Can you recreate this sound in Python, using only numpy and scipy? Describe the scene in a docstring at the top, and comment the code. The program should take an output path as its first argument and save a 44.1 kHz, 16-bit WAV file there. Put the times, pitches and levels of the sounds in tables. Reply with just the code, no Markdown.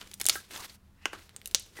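"""Close microphone over a table in a small room: hands let go of a lump of sticky slime, and films tear
and air pockets burst in a flurry of sharp pops, struck resonances that echo off the table and ring in the room.
Squelches (noise in narrow resonances) and peeling skin (a dense crackle of tiny ringing snaps) run among them.
After a near-silent gap one hand squeezes the lump: more squelches, sparser pops, fresh crackle.
Underneath all along lies the quiet room: coloured noise and low hums."""
import sys
import numpy as np
from scipy import signal
from scipy.fft import rfft, irfft
from scipy.io import wavfile

SR = 44100
rng = np.random.default_rng(int(sys.argv[2]) if len(sys.argv) > 2 else 0)


def int16_out(signal):
    """Quantize to a 16-bit WAV file."""
    q = np.round(np.clip(np.atleast_2d(signal).T, -1, 1) * 32767)
    wavfile.write(sys.argv[1], SR, q.astype(np.int16))


N = 79380  # samples, 1.8 s

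# Colour of the peeling crackle before its tilt moves: pitch_hz, density_db (relative, per Hz)
CRACKLE_COLOUR = [(220, -10.5), (400, 1), (800, -15), (1500, -0.5), (2500, -4), (4000, -2), (7000, -6.5),
                  (15500, -10.5)]


def amp(db):
    """Turn decibels into gain."""
    return 10 ** (np.asarray(db) / 20)


def rms_one(x):
    """Scale to unit rms."""
    return x / np.sqrt(np.mean(x ** 2) + 1e-20)


def peak_one(x):
    """Scale to unit peak."""
    return x / np.abs(x).max()


def at_hz(points, hz):
    """Read a spectrum in dB on a log-frequency axis."""
    table_hz, table_db = np.array(points).T
    return np.interp(np.log(hz), np.log(table_hz), table_db)


def ring(clicks, hz, t60):
    """A two-pole resonator: each click starts a sine at hz that falls 60 dB in t60 seconds."""
    radius = amp(-60 / (t60 * SR))
    angle = 2 * np.pi * hz / SR
    feedback = [1, -2 * radius * np.cos(angle), radius * radius]
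    return signal.lfilter([0, np.sin(angle)], feedback, clicks + 1e-18)


def butter(x, hz, kind):
    """Second-order Butterworth filter."""
    return signal.sosfilt(signal.butter(2, hz, kind, fs=SR, output="sos"), x)


def drift(corner_hz):
    """Slow random wander of unit rms: noise through two equal low-pass poles."""
    settle = 4000  # samples dropped while the filter settles
    pole = np.exp(-2 * np.pi * corner_hz / SR)
    noise = rng.standard_normal(N + settle)
    return rms_one(signal.lfilter([1], [1, -2 * pole, pole * pole], noise)[settle:])


def pops():
    """A snap and a short tearing burst excite the pocket's ring, a duller body mostly below its pitch
    and a broad fizz from somewhat below its pitch upwards."""
    # Pops: start_s, peak_db, pocket_hz, ring_cycles (in a 60 dB fall), body_db and fizz_db (against
    # the pocket's ring), tear_ms (time constant of the tearing's decay)
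    bursts = [(0.0102, -38, 4870, 2.7, -24, -10, 2.6), (0.0141, -24.5, 2780, 6.3, -17.5, -22, 0.53),
              (0.0739, -35.5, 4540, 1.9, -13, -14, 1.6), (0.1144, -29, 2940, 5.2, -13, -37, 1.04),
              (0.116, -37, 7000, 2, 2.5, -25, 0.84), (0.136, -34.5, 3300, 15, -32, -4, 1.4),
              (0.14, -22, 6200, 1.6, -33, -10, 0.81), (0.142, -26.5, 8870, 2, -10, -26, 0.24),
              (0.1996, -21, 5740.0, 1, -17, -19, 3.4), (0.2052, -26.5, 3170, 12, -1, 7.5, 2.7),
              (0.2136, -11, 7100, 1.2, 5, 13, 1.3), (0.223, -34, 11000.0, 2.1, -52, -19, 2.2),
              (0.2346, -29.5, 8610.0, 3.2, 0, -13, 0.44), (0.2427, -23, 8000.0, 2.3, -14, 0, 0.95),
              (0.2546, -15.5, 6200.0, 1.3, -4.5, -25, 1.7), (0.2649, -1, 9500, 8.7, -31, -10.5, 0.34),
              (0.2698, -20, 3420, 15, -42, 1.5, 0.52), (0.287, 1.5, 8200, 3.7, -10.5, -14.5, 0.043),
              (0.296, -2, 4140, 2.6, -38, 0, 1.67), (0.2978, -8, 6060, 5.0, -10.5, -4, 2.0),
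              (0.328, -30.5, 6220, 9.7, -27, -4, 13), (0.3554, -25, 1544, 12, -2, -12.5, 1.2),
              (0.509, -32, 3000, 5.2, 8.5, 8, 2.1), (0.544, -38, 3020, 8.3, -2.5, 1, 1.4),
              (0.5606, -28.5, 3300, 17, 0, -11, 3.2), (0.576, -30, 6760, 4.5, 1, -10, 4.5),
              (0.696, -40.5, 4250, 7.1, -32, -10, 6.6), (1.056, -10.5, 2690, 9.2, 2, -30, 0.48),
              (1.0578, -15, 1250, 5, -23.5, -36.5, 0.43), (1.0574, -29, 290, 4.6, -24, -25, 0.35),
              (1.1318, -26.5, 1300, 2.7, -4, -20, 5.3), (1.2934, -32.5, 2520, 2.8, -37, -22, 0.2),
              (1.3636, -24, 7600, 15, -10, -10.5, 0.37), (1.4158, -32.5, 3000, 2.9, -21, -21, 0.56),
              (1.458, -13.5, 4800, 3, -38, 19, 1.44), (1.4747, -22, 11100, 11, -6, -4, 1.2),
              (1.5124, -29, 4500, 2.2, -34, -30, 0.88), (1.5475, -0.5, 4460, 4.8, -34, 1.5, 0.25),
              (1.5475, -4.5, 5670, 7.3, -28, -25, 0.19), (1.548, -35.5, 550, 27, -17, -34.5, 0.27),
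              (1.5972, -23.5, 10500, 5.5, -19, -15, 0.38), (1.6244, -36, 11000, 2.8, -15, -5, 0.3),
              (1.6626, -41, 3430, 3.7, 2.5, 12.5, 2), (1.788, -36, 785, 5.1, -2.5, 4, 5.5)]
    tearing_db = -6.5  # under the snap
    body_low_hz, fizz_from = 267.3, 0.58  # fizz edge as a share of the pocket's pitch
    length = 2048  # samples kept of each pop
    out, t = np.zeros(N + length), np.arange(length) / SR
    noises = rng.standard_normal((len(bursts), length))
    for (start_s, peak_db, hz, cycles, body_db, fizz_db, tear_ms), noise in zip(bursts, noises):
        spiky = noise * np.abs(noise) / 2
        push = amp(tearing_db) * spiky * np.exp(-t * 1000 / max(tear_ms, .05))
        push[0] = 1  # the snap
        pocket = ring(np.diff(push, prepend=0), hz, cycles / hz)
        body = butter(push, [body_low_hz, max(hz, 2 * body_low_hz)], "band")
        body = butter(body, body_low_hz, "high")
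        fizz = butter(push, min(fizz_from * hz, .3 * SR), "high")
        pop = peak_one(pocket) + amp(body_db) * peak_one(body) + amp(fizz_db) * peak_one(fizz)
        i = int(start_s * SR)
        out[i:i + length] += amp(peak_db) * peak_one(pop)
    return out[:N]


def squelches():
    """Air squeezed through a wet gap: noise in a narrow resonance that swells and dies away."""
    # Squelches: peak_s, rise_ms, fall_ms (time constants), pitch_hz, width_hz (of each of two
    # resonators in a row), level_db (rms before the swell)
    squeezes = [(0.357, 1.2, 20.2, 1618, 156.8, -38), (0.361, 1.8, 12.6, 1335, 80, -40.5),
                (0.358, 3.5, 20, 337.6, 60, -58.5), (0.609, 30, 13, 1124, 440, -44.5),
                (1.045, 35, 5, 1900, 249.3, -60.5), (1.044, 26, 4.7, 2700, 500, -59.5),
                (1.134, 2.1, 23.5, 1430, 464, -43.5), (1.145, 8.9, 31, 359, 90, -54),
                (1.78, 8, 31, 1960, 119, -45)]
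    t, out = np.arange(N) / SR, 0
    noises = rng.standard_normal((len(squeezes), N))
    for (peak_s, rise_ms, fall_ms, hz, width_hz, db), noise in zip(squeezes, noises):
        t60 = np.log(1000) / (np.pi * width_hz)
        ms = (t - peak_s) * 1000
        swell = np.exp(np.minimum(ms / rise_ms, -ms / fall_ms))
        tone = rms_one(ring(ring(noise, hz, t60), hz, t60))
        out = out + amp(db) * swell * tone
    return out


def peeling():
    """Skin peels and slime creeps: a dense fine crackle with larger wet bubbles, in clumps, following the hands."""
    # Course of the peeling: time_s, level_db, tilt_db (treble, per two octaves), low_db (gain of the lows)
    course = [(0, -52, -1.5, -10.5), (0.03, -41.5, -6.5, -1), (0.099, -61, 3.5, 7.5), (.2, -74.5, 11, 13.5),
              (0.301, -41, -4, -3), (0.329, -40.5, 3, -9.5), (.36, -50.5, 14.5, -12.5), (.4, -58.5, 8, -1),
              (.48, -62, 0.5, -1.5), (.51, -44, 1.5, 7.5), (0.561, -36, 0.5, -8.5), (0.603, -44, 5, -2.5),
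              (0.654, -38.5, 0, -3.5), (0.671, -54.5, 1, 3.5), (0.702, -48, -1.5, -1.5),
              (0.731, -62.5, 7.5, 3.5), (.755, -55.5, 5.5, -4), (0.778, -71, -9.5, 0.5),
              (0.962, -72.5, -6.5, -2.5), (1.0, -61, -12, -9), (1.05, -52, -4.5, -14),
              (1.08, -44.5, -7.5, -1.5), (1.12, -61.5, -1.5, 7), (1.133, -36, -9, -2),
              (1.161, -42.5, -4.5, 1.5), (1.261, -60, 2, -2), (1.329, -60, -5.5, 4), (1.498, -64, 5, 14),
              (1.733, -63.5, 2.5, 9.5), (1.769, -46.5, 0.5, 6), (1.8, -43, -1.5, 5.5)]
    clump_db, clump_hz = 2.5, 30  # depth and corner of the clumping
    bubble_db = -11  # under the fine crackle
    time_s, *columns = np.transpose(course)
    level_db, tilt_db, low_db = [np.interp(np.arange(N) / SR, time_s, c) for c in columns]
    fine = grains(16000, 8.5, CRACKLE_COLOUR[-1][0], tilt_db, low_db)
    bubbles = amp(bubble_db) * grains(450, 4.1, 8000, tilt_db, low_db)  # fewer, lower in pitch
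    return amp(level_db + clump_db * drift(clump_hz)) * (fine + bubbles)


def grains(per_s, cycles, top_hz, tilt_db, low_db):
    """Random snaps dealt to resonators spread in pitch, each band patchy in its own way; rms 1."""
    spread_db, patch_db, patch_hz = -1, 2, 20
    tilt_from_hz, low_below_hz = 1400, 700
    sizes = amp(spread_db * np.minimum(rng.exponential(1, N), 5)) * rng.choice([-1, 1], N)
    pitches = np.geomspace(220, top_hz, num=24)
    odds = np.sqrt(pitches) / np.sqrt(pitches).sum()  # high snaps come more often
    born = rng.random(N) < per_s / SR
    dealt = rng.choice(len(pitches), N, p=odds)
    out = 0
    for k, hz in enumerate(pitches):
        snaps = sizes * born * (dealt == k)
        band = rms_one(ring(ring(snaps, hz, 2 / hz), hz, cycles / hz))
        shape_db = tilt_db * max(np.log2(hz / tilt_from_hz), 0) / 2 + low_db * (hz < low_below_hz)
        band_db = at_hz(CRACKLE_COLOUR, hz) + shape_db + patch_db * drift(patch_hz)
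        out = out + band * np.sqrt(hz) * amp(band_db)  # bands widen with pitch
    return rms_one(out)


def room(x):
    """Direct sound, a few dulled early echoes, a short near scatter and a longer, duller tail."""
    # Echoes off the table and nearby things: delay_s, level_db (against the direct sound, before dulling)
    echoes = [(.00045, -16.5), (.0021, -22), (.0052, -25.5), (.0076, -26), (0.012, -26)]
    near_db, near_t60_s = -29, 0.04
    tail_db, tail_t60_s, tail_cut_hz = -44, 0.3, 8200
    scatter_rise_s, echo_cut_hz = 0.002, 5200
    t = np.arange(SR // 2) / SR
    near, far = rng.standard_normal((2, len(t)))
    far = butter(butter(far, tail_cut_hz, "low"), 2 * tail_cut_hz, "low")
    scatter = amp(near_db - 60 * t / near_t60_s) * near
    scatter += amp(tail_db - 60 * t / tail_t60_s) * far
    early = np.zeros(len(t))
    for delay_s, db in echoes:
        early[int(delay_s * SR)] = amp(db)
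    response = scatter * np.minimum(t / scatter_rise_s, 1) + butter(early, echo_cut_hz, "low")
    response[0] = 1  # the direct sound
    return signal.fftconvolve(x, response)[:N]


def room_tone():
    """The quiet room: spectrally coloured noise, hums wavering as narrow noise bands, and a steadier hum."""
    # Colour of the room noise: freq_hz, density_db (relative, per Hz)
    floor_colour = [(20, -8), (60, -10), (110, -6.5), (250, -13.5), (500, -23.5), (1000, -22.5),
                    (2000, -29.5), (4000, -33), (8000, -37), (15800, -34.5)]
    # Wavering hums: centre_hz, width_hz (at half amplitude), level_db (rms)
    wavering = [(32, 3.9, -69), (76, 44, -62.5)]
    floor_db = -65.5  # rms
    line_hz, line_db, line_waver_db, waver_hz = 196.8, -66, 4.5, 8.6  # the steadier hum
    hz = np.maximum(np.arange(N // 2 + 1) * SR / N, 10)
    white = rfft(rng.standard_normal((1 + len(wavering), N)))
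    out = amp(floor_db) * rms_one(irfft(white[0] * amp(at_hz(floor_colour, hz)), N))
    for spectrum, (centre_hz, width_hz, db) in zip(white[1:], wavering):
        resonance = 1 / (1 + (2 * (hz - centre_hz) / width_hz) ** 2)
        out += amp(db) * rms_one(irfft(spectrum * resonance, N))
    line = np.sin(2 * np.pi * line_hz * np.arange(N) / SR)
    return out + amp(line_db + line_waver_db * drift(waver_hz)) * line


def scene():
    """Pops sounding in the room, with squelches, peeling and room tone beside them."""
    return (room(pops()) + squelches() + peeling() + room_tone())[None]


def record(dry):
    """The microphone dulls the treble, the loudest peaks clip, and a steep filter cuts the top."""
    mic_roll_hz, cutoff_hz = 14500, 17100
    clipped = np.clip(butter(dry, mic_roll_hz, "low"), -1.05, 1.05)
    top_cut = signal.cheby2(18, 85, cutoff_hz, fs=SR, output="sos")
    return signal.sosfilt(top_cut, clipped)


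dry = scene()
out = record(dry)
int16_out(out)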